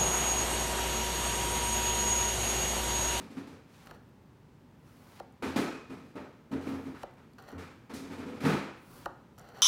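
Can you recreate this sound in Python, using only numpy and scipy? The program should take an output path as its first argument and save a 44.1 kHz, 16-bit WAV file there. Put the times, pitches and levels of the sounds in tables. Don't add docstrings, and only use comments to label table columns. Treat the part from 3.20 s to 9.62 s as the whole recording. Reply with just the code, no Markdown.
import sys
import numpy as np
from scipy import signal
from scipy.fft import rfft, irfft, next_fast_len
from scipy.io import wavfile
from scipy.ndimage import uniform_filter1d

SR = 44100
rng = np.random.default_rng(int(sys.argv[2]) if len(sys.argv) > 2 else 0)


def boost_factor(decibels):
    exponent = np.asarray(decibels, float) / 20
    return 10 ** exponent


def store_wav(level_fs):
    pcm = np.round(np.clip(np.atleast_2d(level_fs), -1, 1) * 32767)
    wavfile.write(sys.argv[1], SR, pcm.T.astype(np.int16))


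N = 283122


def rms_one(x):
    return x / np.sqrt(np.mean(x ** 2) + 1e-20)


def at_hz(points, hz):
    points = np.array(points)
    return np.interp(np.log(hz + 1e-3), np.log(points[:, 0]), points[:, 1])


def smooth_noise(samples):
    noise = uniform_filter1d(rng.standard_normal(N), samples)
    return rms_one(uniform_filter1d(noise, samples))


def stroke_gain(strokes, column):
    t, gain = np.arange(N) / SR, np.zeros(N)
    for rows in map(np.array, strokes):
        gain += boost_factor(np.interp(t, rows[:, 0], rows[:, column], left=-200, right=-200))
    return uniform_filter1d(gain, size=101)


def coloured(x, spectrum):
    size = next_fast_len(len(x))
    gain = boost_factor(at_hz(spectrum, np.fft.rfftfreq(size, 1 / SR)))
    return rms_one(irfft(rfft(x, size) * gain, size)[:len(x)])


def resonate(x, hz, width_hz):
    r = np.exp(-np.pi * width_hz / SR)
    top = np.array([1, 0, -1]) * (1 - r * r) / 2
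    return signal.lfilter(top, [1, -2 * r * np.cos(2 * np.pi * hz / SR), r * r], x + 1e-18)


def lag_pole(x, seconds):
    return signal.lfilter([1], [1, -np.exp(-1 / (seconds * SR))], x + 1e-30)


def grains(per_s, spread_db, clump_db, clump_s):
    clumps = np.clip(smooth_noise(int(clump_s * SR)), -1.5, 1.5)
    size_db = spread_db * np.minimum(rng.exponential(1, N), 4) + clump_db * clumps
    return boost_factor(size_db) * rng.choice([-1, 1], N) * (rng.random(N) < per_s / SR)


def table_echo(x, share, lag_s=0.000692):
    lag = round(lag_s * SR)
    return signal.lfilter(np.r_[1, np.zeros(lag - 1), share], [1], x)


# (frequency [Hz], level per Hz [dB])
HUM_SPECTRUM = [(15, -44), (25, -15), (92, -4.5), (123, -1), (161, -3), (180, -5), (242, -3), (354, -11),
                (394, -12), (607, -17.5), (677, -22.5), (887, -17), (1100, -22), (11900, -46.5),
                (16000, -42)]


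def house_hum():
    return boost_factor(-57) * coloured(rng.standard_normal(N), HUM_SPECTRUM)


# (frequency [Hz], decay time t60 [s], build-up [s], trim [dB])
ROOM_DECAY = [(92, 0.32, 0.027, -12.5), (156.5, 0.45, 0.022, -5.5), (265, 0.51, 0.033, -11),
              (562, 0.57, 0.028, -8.5), (1480, 0.7, 0.005, -10), (3000, 0.7, 0.0011, -10),
              (7000, 0.63, 0.0024, -10), (13000, 0.44, 0.0026, -14.5)]


def room_bands(spectrum, peaks, size):
    hz = np.fft.rfftfreq(size, 1 / SR)
    lift = 1 + sum((boost_factor(db) - 1) / (1 + (2 * (hz - top_hz) / width) ** 2) for top_hz, width, db in peaks)
    noise = rfft(rng.standard_normal(size)) * boost_factor(at_hz(spectrum, hz)) * lift
    centres = np.array(ROOM_DECAY)[:, 0]
    return [rms_one(irfft(noise * at_hz(np.c_[centres, one], hz), size)) for one in np.eye(len(centres))]


# (time [s], force [dB], hardness as clatter over force [dB], slip as rustle over clatter [dB])
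BOX_KNOCKS = [(-.004, -36.5, -10, -7), (0.163, -32, -12, -10), (0.265, -37.5, -14.5, -3.5),
              (2.219, -24, -5.5, -13.5), (2.262, -30, -19, 1.5), (2.355, -14, -13.5, -6.5),
              (2.432, -46.5, 12.5, -34), (2.95, -30, -9.5, -17), (3.31, -23.5, -15, -13.5),
              (3.462, -25, -15, -12), (3.502, -29.5, -32, -4), (3.534, -36, -5.5, -33),
              (3.65, -32.5, -14, -12), (3.741, -57, 14, -20), (3.965, -58.5, 5.5, -16),
              (4.321, -35, -10.5, -39), (4.691, -36.5, -5.5, -12.5), (4.732, -31.5, -19.5, 10),
              (4.912, -36, -11.5, -5), (5.269, -37, -14, -3), (5.316, -24.5, -9.5, -22)]
# (time [s], force [dB], hardness [dB], slip [dB])
BOX_SHOVES = [
    (0.099, -39, -12.5, -4),
    (.303, -44.5, -8, -13),
    (2.694, -33.5, -10.5, -11),
    (2.827, -43.5, -27.5, 8),
    (3.405, -40, -5.5, -7.5),
    (4.375, -40, 0, -11),
    (5.199, -32.5, -4, -7.5),
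    (5.23, -29, -2.5, -11),
    (5.246, -16.5, -6, -13.5),
]


def box_contacts():
    knock_s, shove_s = 0.013, 0.047
    drag = [(4.814 + 0.081 * k, -35.5 + 4.5 * np.sin(np.pi * k / 4), -10.5, -11.5) for k in range(5)]
    rows = [(*row, knock_s) for row in BOX_KNOCKS] + [(*row, shove_s) for row in BOX_SHOVES + drag]
    contacts = []
    for s, force, hard, slip, length in rows:
        floor_db = -38 + 0.41 * force
        clatter_db = force + hard
        contacts.append((s, force, floor_db, clatter_db, clatter_db + slip, length))
    return contacts


# (frequency [Hz], level per Hz [dB])
FAR_SPECTRUM = [(24, -63), (40, -17), (77, 9), (115, -9.5), (269, -2), (320, -3.5), (503, -10.5),
                (556, -18.5), (1270, -20), (1440, -20.5), (2500, -29.5), (3220, -36), (16000, -71.5)]
# (frequency [Hz], width [Hz], level over the rest [dB])
BOX_PEAKS = [(196, 3.9, 0.5), (259.6, 31, 6), (381, 15, -3), (479.6, 11, -9), (896, 42, 3.5), (1278, 70, 4),
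             (1600, 20, 0), (2406, 120, 4), (4060, 18, 6.5)]
CONTACT_HZ = [280, 90, 1300, 8000]


def far_box():
    t, bumps = np.arange(SR // 4) / SR, box_contacts()
    order, out = np.argsort(CONTACT_HZ), np.zeros(N)
    rattle = smooth_noise(400)
    bands = room_bands(FAR_SPECTRUM, BOX_PEAKS, next_fast_len(N))
    for noise, (hz, t60, build, trim_db) in zip(bands, ROOM_DECAY):
        power = np.zeros(N + len(t))
        for s, *levels_db, length in bumps:
            pour = np.exp(-2 * t / np.clip(length, .002, .1))
            level_db = at_hz(np.c_[np.sort(CONTACT_HZ), np.array(levels_db)[order]], hz) + trim_db
            start = round(max(s + .005, 0) * SR)
            power[start:][:len(t)] += boost_factor(2 * level_db) * (0.64 * pour / pour.sum() + 0.41 * (t == 0))
        stored = lag_pole(power, t60 / (2 * np.log(1000)))
        heard = np.maximum(stored - 0.52 * lag_pole(power, build), 0)[:N]
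        lump = np.clip(rattle + 0.54 * np.roll(rattle, round(hz)), -3, 3)
        lump_gain = boost_factor(0.68 * lump * min(1, 2500 / hz, hz / 600) ** .5 - 1)
        out += lump_gain * noise[:N] * np.sqrt(heard)
    return out


# (frequency [Hz], level [dB], t60 [s], swell [s], driving column of box_contacts)
HOLLOW_MODES = [(270, -1, 0.2, 0.025, 1), (230.8, -7, .15, 0.0092, 1), (199.6, -10.5, 0.15, 0.025, 1),
                (87, 3, 0.32, 0.05, 2), (1270, -18, 0.27, 0.025, 3), (1580, -31, 0.41, 0.025, 3),
                (3930, -32, 0.41, 0.033, 3)]
# (time [s], frequency [Hz], level [dB], t60 [s])
BOARD_PINGS = [(2.26, 87, -39, 0.32), (3.316, 139, -33, 0.3), (3.335, 87, -40, 0.44), (3.54, 87, -43, 0.3),
               (4.34, 87, -36.5, 0.36), (4.95, 87, -49, 0.35), (5.05, 490, -38.5, 0.63),
               (5.235, 190, -21.5, 0.37), (5.235, 150, -19, 0.35), (5.24, 95, -31, .3),
               (5.29, 205, -26, .45), (5.25, 52, -45, 0.51), (3.312, 270, -32, 0.41),
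               (3.49, 270, -29.5, .35), (3.65, 270, -32.5, 0.27), (.168, 270, -29.5, 0.18),
               (2.695, 270, -38, 0.27), (3.305, 590, -40.5, 0.39), (3.305, 440, -43, .35),
               (2.96, 590, -44, 0.46), (2.355, 255, -25.5, .3)]
# (time [s], frequency [Hz], level [dB], t60 [s])
FITTING_RINGS = [
    (2.415, 1295, -40, .45),
    (2.445, 2420, -48, .45),
    (2.46, 2500, -51, 1.0),
    (2.6, 1290, -54, .55),
    (2.226, 1900, -52, .3),
    (3.312, 1550, -50, .2),
    (2.36, 3950, -55, .45),
    (5.195, 2450, -50, .35),
    (5.38, 2550, -53, .7),
    (5.77, 14600, -70, .3),
]


def hollow():
    span = 28000
    t, out = np.arange(span) / SR, np.zeros(N + SR)
    drift = rms_one(uniform_filter1d(rng.standard_normal(N + SR), size=1500))
    waver = np.cumsum(1 + 0.0197 * drift) / SR
    strikes = [(*ping, .03) for ping in BOARD_PINGS + FITTING_RINGS]
    for row in box_contacts():
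        for hz, db, t60, swell, column in HOLLOW_MODES:
            if row[column] + db > -78:
                strikes.append((row[0], hz, row[column] + db, t60, swell))
    for s, hz, db, t60, swell in strikes:
        i = round(max(s, 0) * SR)
        clock = waver[i:i + span]
        if hz >= 300:
            clock = t + .4 * (clock - clock[0] * 0 - waver[i:i + span] * 0 - t)
        out[i:i + span] += (1 - np.exp(-t / swell)) * boost_factor(db - 60 * t / t60) * np.sin(2 * np.pi * hz * clock)
    return out[:N]


def near_echo(knock, rub):
    t = np.arange(SR) / SR
    bands = room_bands([(200, -46), (2000, -7), (16000, 5)], [(830, 150, 0.5)], SR)
    tail = np.zeros(SR)
    for k, (noise, row) in enumerate(zip(bands, ROOM_DECAY)):
        tail += noise * boost_factor(-0.7 * k - 75 * t / row[1])
    response = np.r_[np.zeros(round(.009 * SR)), tail]
    return signal.fftconvolve(boost_factor(-53.5) * knock + boost_factor(-47.0) * rub, response)[:N]


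# (time [s], peak level [dB], frequency [Hz])
GRAIN_TICKS = [(.6593, -62, 12000), (.748, -70, 9000), (.891, -74, 13000), (1.997, -57, 4250),
               (2.03, -75, 9000), (2.123, -67, 5970), (3.8285, -59, 5496), (3.911, -68, 3500),
               (3.939, -65, 3500), (4.002, -78, 3000), (4.134, -61, 3440), (4.224, -56, 3500),
               (4.29, -60, 7000), (4.317, -57, 4000), (6.1795, -61, 5960), (6.185, -50.5, 4400),
               (6.194, -52, 6000), (6.213, -63, 7500), (6.289, -61, 7400), (6.372, -63, 4400),
               (6.39, -64, 5900)]


def ticks():
    t, out = np.arange(SR // 100) / SR, np.zeros(N + SR // 100)
    for s, db, hz in GRAIN_TICKS:
        snap = np.diff(rng.standard_normal(len(t)) * np.exp(-t / 0.0025), prepend=0)
        out[round(s * SR):][:len(t)] += boost_factor(db) * table_echo(.3 * snap + 2 * resonate(snap, hz, 2500), share=.5)
    return out[:N]


# (time [s], knock level [dB], tick level [dB], top of the knock [Hz], path in wood [0-2])
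EDGE_TAPS = [
    (0.6718, -56, -39, 1566, 0.43),
    (0.711, -41, -37.5, 1538, 0.36),
    (2, -33, -38, 935, 0.63),
    (3.8328, -29.5, -34, 878, 0.75),
    (4.1843, -48, -46, 1313, 0.59),
    (5.8585, -25, -29.5, 1356, 0.49),
]
# (frequency [Hz], level [dB], t60 [s])
TABLE_MODES = [(361, -4.5, 0.04), (545, -2, 0.034), (804, -2.5, 0.055), (1005, -2, 0.018),
               (1204, -5.5, 0.052), (1417, -1.5, 0.033), (1830, 0.5, 0.023), (3030, -2, 0.0091),
               (4400, 0, 0.012)]


def taps():
    t, out = np.arange(SR // 10) / SR, np.zeros(N + SR // 10)
    for s, knock_db, tick_db, top_hz, path in EDGE_TAPS:
        rough = rng.standard_normal(len(t))
        contact = -t / 0.00006 * np.exp(1 - t / 0.000075) + 0.14 * rough * np.exp(-t / 0.00087)
        hit = table_echo(boost_factor(tick_db) * contact, share=0.89)
        late = np.maximum(t - .0012, 0)
        sweep = np.sin(2 * np.pi * 1.25 * top_hz * late / (1 + late / (path * 0.029)))
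        hit -= boost_factor(knock_db - 2.0) * (1 - np.exp(-late / 0.0014)) * np.exp(-(late / 0.0093) ** 3) * sweep
        for hz, db, t60 in TABLE_MODES:
            since = np.maximum(t - path * 0.066 / np.sqrt(hz), 0)
            swell = (1 - np.exp(-since * hz / 0.81)) ** 2 * boost_factor(-60 * (since / t60) ** 1.23)
            drive = 0.19 + 1.32 / (1 + (hz / top_hz) ** 4)
            level = boost_factor(knock_db + db - 8.0 + rng.standard_normal()) * drive
            hit += level * swell * np.sin(2 * np.pi * hz * since)
        out[round(s * SR):][:len(t)] += hit
    return out[:N]


# (time [s], scrape level [dB])
SCRAPE_STROKES = [
    [(.59, -75), (.65, -61), (.715, -60.5), (.76, -61), (.81, -92)],
    [(4.183, -49), (4.205, -56), (4.23, -62), (4.29, -52.5), (4.33, -58), (4.38, -69)],
    [(6.179, -53.5), (6.205, -59), (6.245, -58), (6.285, -57.5), (6.33, -60.5), (6.385, -51.5),
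     (6.421, -56)],
]
# (frequency [Hz], level per Hz [dB])
SCRAPE_SPECTRUM = [(240, -40), (400, 0.5), (777, 10), (879, -5), (1140, -10.5), (2120, -18), (4380, -18.5),
                   (6440, -29), (16000, -37)]
# (frequency [Hz], width [Hz], level [dB])
BLADE_MODES = [(1400, 240, -6), (1840, 75, -13), (4300, 500, -29), (5740, 470, -25.5), (14000, 700, -20)]


def scrape():
    rubs = grains(7000, spread_db=2.5, clump_db=2.6, clump_s=.005)
    rings = sum(boost_factor(db) * rms_one(resonate(rubs, hz, width)) for hz, width, db in BLADE_MODES)
    rubbed = table_echo(coloured(rubs, SCRAPE_SPECTRUM), share=0.61)
    return stroke_gain(SCRAPE_STROKES, 1) * rms_one(rubbed + boost_factor(-5.5) * rings)


# (time [s], speed as grit level [dB])
CUT_STROKES = [
    [(.47, -82), (.55, -70), (.68, -70.5), (.77, -88)],
    [(1.57, -90), (1.68, -69), (1.8, -68), (1.92, -64.5), (1.999, -67)],
    [(3.43, -76), (3.49, -60.5), (3.75, -73.5), (3.832, -71)],
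    [(5.56, -79), (5.71, -60.5), (5.78, -57), (5.858, -68)],
]
# (clods over grit [dB], finest hiss over its law [dB], packed sand crushed at the end [dB])
CUT_TEXTURES = [
    (6.5, -3, -11),
    (-1.5, 0.5, 8.5),
    (1.5, -3, 10),
    (-7, 4.5, 15.5),
]


def cut_levels():
    bite_s = 0.091
    tables = []
    for rows, (clods_db, fine_db, bite_db) in zip(CUT_STROKES, CUT_TEXTURES):
        s = np.linspace(rows[0][0], rows[-1][0], num=60)
        speed_db = np.interp(s, *np.transpose(rows))
        bite = np.clip(1 - (s[-1] - s) / bite_s, 0, 1)
        crunch_db = speed_db + clods_db + bite_db * bite
        finest_db = -24.5 + 0.7 * speed_db + fine_db
        tables.append(np.c_[s, speed_db, crunch_db, finest_db])
    return tables


# (frequency [Hz], level per Hz [dB])
GRIT_SPECTRUM = [(1500, 15.5), (2500, -44), (4400, 5), (6000, 2), (8500, -14), (11000, 3.5), (13000, 1),
                 (15000, -10), (16500, 6)]


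def sand():
    rubs = grains(20000, spread_db=2, clump_db=.8, clump_s=.005)
    clods = grains(6000, spread_db=2.5, clump_db=1.2, clump_s=.01)
    grit = table_echo(coloured(rubs, GRIT_SPECTRUM), share=0.054)
    finest = coloured(rubs[::-1], [(6000, -16), (9500, -6.0), (13000, -15), (15200, -4.0), (16500, -3.5)])
    crunch = rms_one(signal.sosfilt(signal.butter(1, [500, 2600], "band", fs=SR, output="sos"), clods))
    cuts = cut_levels()
    return stroke_gain(cuts, 1) * grit + stroke_gain(cuts, 2) * crunch + stroke_gain(cuts, 3) * finest


def scene():
    background = house_hum() + far_box() + hollow()
    knock, rub = taps() + ticks(), sand() + scrape()
    return (background + near_echo(knock, rub) + knock + rub)[None]


def roll_off(x):
    return signal.sosfilt(signal.butter(12, 15700, fs=SR, output="sos"), x)


def record(dry):
    mix = signal.sosfilt(signal.butter(3, 42, "high", fs=SR, output="sos"), dry)
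    return roll_off(mix)


dry = scene()
out = record(dry)
store_wav(out)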